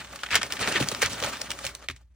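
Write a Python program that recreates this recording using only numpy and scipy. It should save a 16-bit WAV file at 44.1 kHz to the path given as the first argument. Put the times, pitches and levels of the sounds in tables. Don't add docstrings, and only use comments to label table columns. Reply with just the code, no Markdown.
import sys
import numpy as np
from scipy import signal
from scipy.fft import rfft, irfft, next_fast_len
from scipy.io import wavfile
from scipy.ndimage import uniform_filter1d, map_coordinates

SR = 44100
rng = np.random.default_rng(int(sys.argv[2]) if len(sys.argv) > 2 else 0)


def waveform_to_disk(signal):
    frames = np.transpose(np.atleast_2d(signal))
    scaled = np.clip(frames, -1, 1) * 32767
    samples = np.round(scaled).astype(np.int16)
    wavfile.write(sys.argv[1], SR, samples)


def convert_level_to_amplitude(level_db):
    exponent = np.asarray(level_db, float) / 20
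    return 10 ** exponent


N = 94815

# (frequency [Hz], level [dB], t60 [s])
DESK = [(77.5, -4, 0.13), (125, -5, .17), (183, -8.5, 0.064), (269, 8, 0.088), (391, 0.5, 0.059),
        (536, -0.5, 0.028)]


def unit(x):
    return x / np.sqrt(np.mean(x ** 2) + 1e-20)


def along(points, hz):
    f, v = np.transpose(points)
    return np.interp(np.log(hz + 1), np.log(f + 1), v)


def filtered(x, response):
    m = next_fast_len(N + 8192)
    return irfft(rfft(x, m) * response(np.fft.rfftfreq(m, 1 / SR)), m)[..., :N]


def wobble(rate):
    knots = rng.standard_normal(int(N * rate / SR) + 4)
    return map_coordinates(knots, [np.arange(N) * rate / SR])


def crackle(per_s, spread_db, tick_s, share):
    patchy_db = 2
    sizes = (rng.random(N) < per_s / SR) * convert_level_to_amplitude(spread_db * rng.exponential(size=N).clip(0, 3))
    ticks = unit(signal.lfilter([1], [1, -np.exp(-1 / (tick_s * SR))], sizes))
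    z = signal.stft(rng.standard_normal((2, N)), nperseg=256)[2]
    patches = uniform_filter1d(rng.standard_normal(z.shape[1:]), size=6, axis=0)
    patches = uniform_filter1d(patches, size=5, axis=1)
    hiss = signal.istft(z * convert_level_to_amplitude(patchy_db * unit(patches)), nperseg=256)[1][:, :N]
    return unit(np.hypot(1, share * ticks) * hiss)


def coloured(low, high, spectrum):
    pivot_hz = 3320
    # (centre [Hz], width [Hz], gain [dB])
    wall = [(1800, 1900, 4.5), (3024, 160, 1.5)]

    def bright(f):
        return (1j * f / (pivot_hz + 1j * f)) ** 2

    def body(f):
        resonance_db = sum(db / (1 + ((f - c) / w) ** 2) for c, w, db in wall)
        return convert_level_to_amplitude(along(spectrum, f) + resonance_db)

    norm = np.sqrt(np.mean(body(np.linspace(0, SR / 2, num=2000)) ** 2))
    dull_part = filtered(low, lambda f: body(f) * (1 - bright(f)))
    bright_part = filtered(high, lambda f: body(f) * bright(f))
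    return (dull_part + bright_part) / norm


def background():
    hum_hz, hum_db, octave_db, floor_db = 59.2, -54.5, -23, -58
    # (frequency [Hz], density [dB per Hz])
    rumble = [(20, -42.5), (60, -3.5), (170, -26.5), (700, -61), (2300, -52.5), (4000, -69.5), (9000, -76),
              (12000, -101)]
    turn = 2 * np.pi * hum_hz * np.arange(N) / SR + 0.1 * wobble(4)
    hum = np.sin(turn) + convert_level_to_amplitude(octave_db) * np.sin(2 * turn)
    hum = convert_level_to_amplitude(hum_db + 4.5 + 0.7 * wobble(11)) * hum
    room = filtered(rng.standard_normal(N), lambda f: convert_level_to_amplitude(along(rumble, f)))
    return hum + convert_level_to_amplitude(floor_db) * unit(room)


def echo(x, t60):
    tail = rng.standard_normal(SR // 4) * convert_level_to_amplitude(-60 * np.arange(SR // 4) / SR / t60)
    return signal.fftconvolve(x, tail[None] / np.linalg.norm(tail), axes=1)[:, :N]


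def knocks():
    # (time [s], peak [dB], hardness [Hz])
    hits = [
        (0.327, -17, 112),
        (.42, -27, 190),
        (0.758, -30, 202),
        (0.807, -16.5, 152),
        (1.038, -18, 158),
        (1.233, -28, 160),
        (1.645, -27, 202),
        (1.894, -18, 93.5),
    ]
    out, t = np.zeros(N + SR), np.arange(SR // 2) / SR
    for s, db, hard_hz in hits:
        vary = rng.normal(size=(len(DESK), 2))
        ring = np.zeros(len(t))
        for (hz, mode_db, t60), (v, w) in zip(DESK, vary):
            level = convert_level_to_amplitude(db - 7 + mode_db + 1.5 * v - 60 * t / t60) / (1 + (hz / hard_hz) ** 4)
            ring += level * np.sin(2 * np.pi * hz * (1 + w / 50) * t)
        out[round(s * SR):][:len(t)] += (1 - np.exp(-t / 0.0043)) * ring
    return filtered(out[:N], lambda f: 1j * f / (45 + 1j * f))


def thumps():
    fall_s, rough_db = 0.004, 2
    # (time [s], peak [dB], first pitch [Hz], last pitch [Hz], t60 [s])
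    soft_hits = [(.431, -27, 1200, 344, 0.045), (.585, -38, 484, 150, 0.068),
                 (.624, -28.5, 587, 390, 0.048), (.684, -24, 298, 266, 0.05), (.712, -27, 540, 390, 0.036),
                 (.753, -26.5, 504, 334, 0.1), (.8025, -15.5, 794, 253, 0.05),
                 (.81, -22.5, 202, 118.4, 0.12), (.832, -27.5, 238, 129, 0.14),
                 (.917, -24, 750, 317, 0.042), (0.926, -33, 200, 111, 0.087), (.39, -30.5, 295, 181, 0.052),
                 (1.484, -36, 196, 128, 0.055), (.355, -26.5, 710, 444, 0.076),
                 (1.027, -17, 598, 420, 0.041), (1.136, -38, 220, 129, 0.06), (1.226, -22, 784, 290, 0.036),
                 (1.272, -23.5, 665, 540, 0.032), (1.287, -44, 585, 200, 0.062),
                 (1.415, -33, 730, 500, 0.049), (1.644, -31, 680, 525, 0.066),
                 (1.887, -38.5, 885, 259, 0.11)]
    out, t = np.zeros(N + SR), np.arange(SR // 4) / SR
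    for s, db, first_hz, last_hz, t60 in soft_hits:
        slide = (first_hz - last_hz) * fall_s * (1 - np.exp(-t / fall_s))
        turn = 2 * np.pi * (last_hz * t + slide)
        swing = np.sin(turn) + 0.48 * np.sin(1.4 * turn)
        out[round(s * SR):][:len(t)] += convert_level_to_amplitude(db - 60 * t / t60) * (1 - np.exp(-t / 0.0007)) * swing
    return out[:N] * convert_level_to_amplitude(rough_db * wobble(170))


def pops():
    ring_cycles, drop, drop_cycles = 26, 0.6, 2
    # (time [s], peak [dB], final pitch [Hz])
    panels = [(.046, -45, 1500), (.288, -31, 1670), (.5686, -24, 1800), (.7566, -24, 1910),
              (1.8995, -28, 1940), (.133, -32.5, 1080), (0.235, -22, 1230), (0.3563, -15, 1800),
              (0.4312, -13, 4410), (0.674, -26, 1800), (0.887, -12.5, 4070), (.948, -31.5, 1640),
              (1.589, -29.5, 1100), (1.886, -14.5, 1800)]
    out, t = np.zeros(N + SR), np.arange(SR // 8) / SR
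    for s, db, hz in panels:
        slide = drop * drop_cycles / hz * (1 - np.exp(-t * hz / drop_cycles))
        turn = 2 * np.pi * hz * (t + slide)
        ring = np.sin(turn) + 0.55 * np.sin(1.6 * turn)
        level = convert_level_to_amplitude(db - 0.5 - 60 * t * hz / ring_cycles) * (1 - np.exp(-2 * t * hz))
        out[round(s * SR):][:len(t)] += level * ring
    return out[:N]


def rubbing():
    scrape_db = -4
    # (time [s], level [dB])
    strokes = [(0, -41), (.12, -49), (.28, -43.5), (.47, -41.5), (0.579, -39), (0.801, -30), (0.869, -42.5),
               (0.949, -40.5), (.99, -44), (1.081, -39), (1.298, -35), (1.39, -41.5), (1.48, -41),
               (1.702, -47), (1.849, -51.5), (1.874, -64), (2.018, -65), (2.05, -83)]
    # (frequency [Hz], density [dB per Hz])
    sheets = [(60, -29), (150, -12.5), (870, -3.5), (2030, -7.5), (6330, -9), (9900, -12), (15500, -9),
              (16300, -40.5)]
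    s, db = np.transpose(strokes)
    level = convert_level_to_amplitude(np.interp(np.arange(N) / SR, s, db) + 2.6 * wobble(24.33) + 2.4 * wobble(90))
    drive = level * crackle(690, 11.0, 0.00064, 0.43)

    def desk(f):
        return sum(1j * f * 60 / (hz * hz - f * f + 1j * f * 60) for hz, _, _ in DESK)

    scrape = unit(filtered(rng.standard_normal((2, N)), desk))
    scrape = level * convert_level_to_amplitude(scrape_db - 3 + 1.2 * wobble(18)) * scrape
    return coloured(drive, drive, sheets) + scrape


def creases():
    crack_db, crack_t60_s, rise_s = 2.5, 0.0055, 0.00022
    # (time [s], peak [dB],
    # brightness [dB], t60 [s])
    snaps = [(0.0014, -63, -12, 0.031), (0.046, -25, -7.5, 0.027), (0.071, -32.5, -7.5, 0.071),
             (0.134, -35.5, -9, 0.048), (0.159, -19.5, 5.5, 0.039), (0.1895, -25, -3, 0.042),
             (0.2337, -13, -6.5, 0.044), (0.288, -31.5, -3.5, 0.042), (0.307, -20.5, -5.5, 0.042),
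             (0.313, -15.5, -7.5, 0.064), (0.3541, -2.5, 9.5, 0.042), (0.4303, -14, -3.5, 0.053),
             (0.5041, -22, 2.5, 0.13), (0.593, -22.5, 2.5, 0.082), (0.3595, -8, 2, 0.071),
             (0.5229, -19, 15, 0.024), (0.5688, -18.5, -2.5, 0.065), (0.626, -14, -13, 0.075),
             (0.6394, -29.5, -4, 0.042), (0.675, -11, -13.5, 0.042), (0.683, -18, -11, 0.03),
             (0.7574, -13.5, -9.5, 0.042), (0.8024, -28, -4, 0.042), (0.824, -13.5, -5.5, 0.05),
             (0.842, -22, -5, 0.02),
             (0.8862, -22, 18, 0.049), (0.9154, -17, 12, 0.06), (0.9483, -10, 2.5, 0.0062),
                 (1.0189, -15.5, 14.5, 0.096), (1.0324, -6, -8, 0.019), (1.044, -31, -8, 0.037),
                 (1.06, -13, 11, 0.019), (1.096, -31.5, 15, 0.36), (1.2253, -24.5, 13, 0.074),
                 (1.2377, -11.5, -8, 0.015), (1.261, -21.5, 7, 0.1), (1.332, -23, 3.5, 0.16),
                 (1.5041, -25.5, 17, 0.051), (1.5162, -23, 16, 0.027), (1.202, -25, 15.5, 0.023),
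                 (1.286, -26, 5, .03), (1.356, -25, -1.5, 0.074), (1.5895, -26, 8.5, 0.055),
                 (1.6435, -19.5, -3.5, 0.026), (1.6505, -26.5, 22.5, 0.022), (1.666, -24.5, 19, 0.028),
                 (1.674, -27, -7.5, 0.037), (1.691, -29, -21, 0.049), (1.7499, -31, 22, 0.022),
                 (1.8247, -34.5, -7.5, 0.078), (1.8861, -17.5, 3.5, 0.037), (1.899, -19.5, 0, 0.045),
                 (1.9097, -27.5, 8, 0.036), (1.9623, -43, 14.5, 0.053)]
    # (middle [s], half length [s], level [dB], brightness [dB])
    crushes = [(.01, 0.013, -40, -18), (0.212, 0.01, -57, 19.5), (0.327, 0.016, -24, -17.5),
               (0.344, .006, -27, 4), (0.362, 0.023, -24.5, -15), (.265, 0.0063, -35.5, -17),
               (0.419, 0.0048, -24.5, -7.5), (1.417, 0.0036, -33.5, 15), (0.635, 0.031, -29.5, -7.5),
               (0.738, 0.033, -31, -6), (0.77, 0.017, -26.5, -8), (0.808, 0.0092, -33.5, 14),
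               (1.028, 0.011, -20.5, 5.5), (1.054, 0.019, -24.5, -8.5), (1.278, 0.014, -35.5, -2),
               (1.47, 0.019, -45, -14.5), (1.363, 0.028, -46.5, -10), (1.659, 0.035, -40.5, 12)]
    # (frequency [Hz], density [dB per Hz])
    paper = [(100, -42), (250, -27), (480, -19), (850, -13.5), (1750, -4.5), (5500, -12.5), (9000, -18.5),
             (16000, -23)]
    t, drive = np.arange(N) / SR, crackle(700, -4.5, 0.00048, 0.7)
    low, high = np.zeros(N), np.zeros(N)
    for s, db, bright_db, t60 in snaps:
        u = (t - s).clip(0)
        decay = convert_level_to_amplitude(-60 * u / max(t60, 0.004)) + convert_level_to_amplitude(crack_db - 60 * u / crack_t60_s)
        shape = convert_level_to_amplitude(db - 11.5) * (1 - np.exp(-u / rise_s)) * decay
        low += shape ** 2
        high += (shape * convert_level_to_amplitude(bright_db)) ** 2
    for s, half, db, bright_db in crushes:
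        shape = convert_level_to_amplitude(db) * np.exp(-((t - s) / half) ** 2)
        low += shape ** 2
        high += (shape * convert_level_to_amplitude(bright_db)) ** 2
    return coloured(np.sqrt(low) * drive, np.sqrt(high) * drive, paper)


def scene():
    room_t60_s, room_db = 0.15, -12.5
    # (frequency [Hz], side over mid [dB])
    ports = [(60, -19), (250, -14.5), (650, -7.5), (1100, -6), (1700, -24), (2500, -5), (9000, 1),
             (12000, 17), (15500, 8)]
    # (frequency [Hz], unrelated share of the side signal [0-1])
    scatter = [(500, 0.94), (2500, 1), (6000, .7), (10000, .5)]
    near = creases() + rubbing() + knocks() + pops() + thumps()
    direct, scattered = near + convert_level_to_amplitude(room_db) * echo(near, room_t60_s) + background()

    def turn(f):
        return np.arctan(convert_level_to_amplitude(along(ports, f)))

    def share(f):
        return np.clip(along(scatter, f), 0, 1)

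    mid = filtered(direct, lambda f: np.cos(turn(f)))
    side = filtered(direct, lambda f: -1j * np.sin(turn(f)) * np.sqrt(1 - share(f)))
    side += filtered(scattered, lambda f: -1j * np.sin(turn(f)) * np.sqrt(share(f)))
    return np.array([mid + side, mid - side])


def gated_treble(x):
    low_hz, split_hz, calm_top_hz = 9600, 14500, 15900
    frame, offset, gap_share = 1024, 234, 0.25
    # (from [s], to [s], up to [Hz])
    treble_spans = [(.128, .175, 13000), (.231, .24, 17000), (.25, .3, 12000), (.302, .377, 16000),
                    (.411, .422, 13000), (.427, .437, 17000), (.516, .56, 16000), (.68, .724, 11900),
                    (.795, .87, 10700), (.84, .846, 13000), (.884, .893, 17000), (.893, .93, 16000),
                    (.965, 1.068, 16000), (1.078, 1.14, 10400), (1.38, 1.49, 10300), (1.512, 1.524, 17000),
                    (1.56, 1.63, 10500), (1.64, 1.735, 16000), (1.746, 1.754, 17000), (1.883, 1.892, 17000),
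                    (1.892, 1.925, 16000)]
    t, mid = np.arange(N) / SR, x.mean(0)

    def soft(gate):
        return uniform_filter1d(gate.astype(float), size=128)

    gaps = np.repeat(rng.random(N // frame + 2) < gap_share, frame)[frame - offset:][:N]
    upper = filtered(mid, lambda f: (f > low_hz) & (f < split_hz))
    upper = upper + soft(gaps) * filtered(mid, lambda f: (f >= split_hz) & (f <= calm_top_hz))
    upper = upper + filtered(x, lambda f: f > calm_top_hz)
    kept = np.zeros_like(x)
    for hz in sorted({row[2] for row in treble_spans}):
        gate = sum((t > a) & (t < b) for a, b, top_hz in treble_spans if top_hz == hz)
        kept += filtered(upper, lambda f: f < hz) * soft(gate)
    return x - upper + kept


def top_cut(x):
    return signal.sosfilt(signal.butter(12, 17010, fs=SR, output="sos"), x)


def record(dry):
    low_cut_hz, top_hz = 42, 16900
    mix = filtered(dry, lambda f: (1j * f / (low_cut_hz + 1j * f)) ** 2 * (f < top_hz))
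    mix = gated_treble(mix)
    return top_cut(mix)


dry = scene()
out = record(dry)
waveform_to_disk(out)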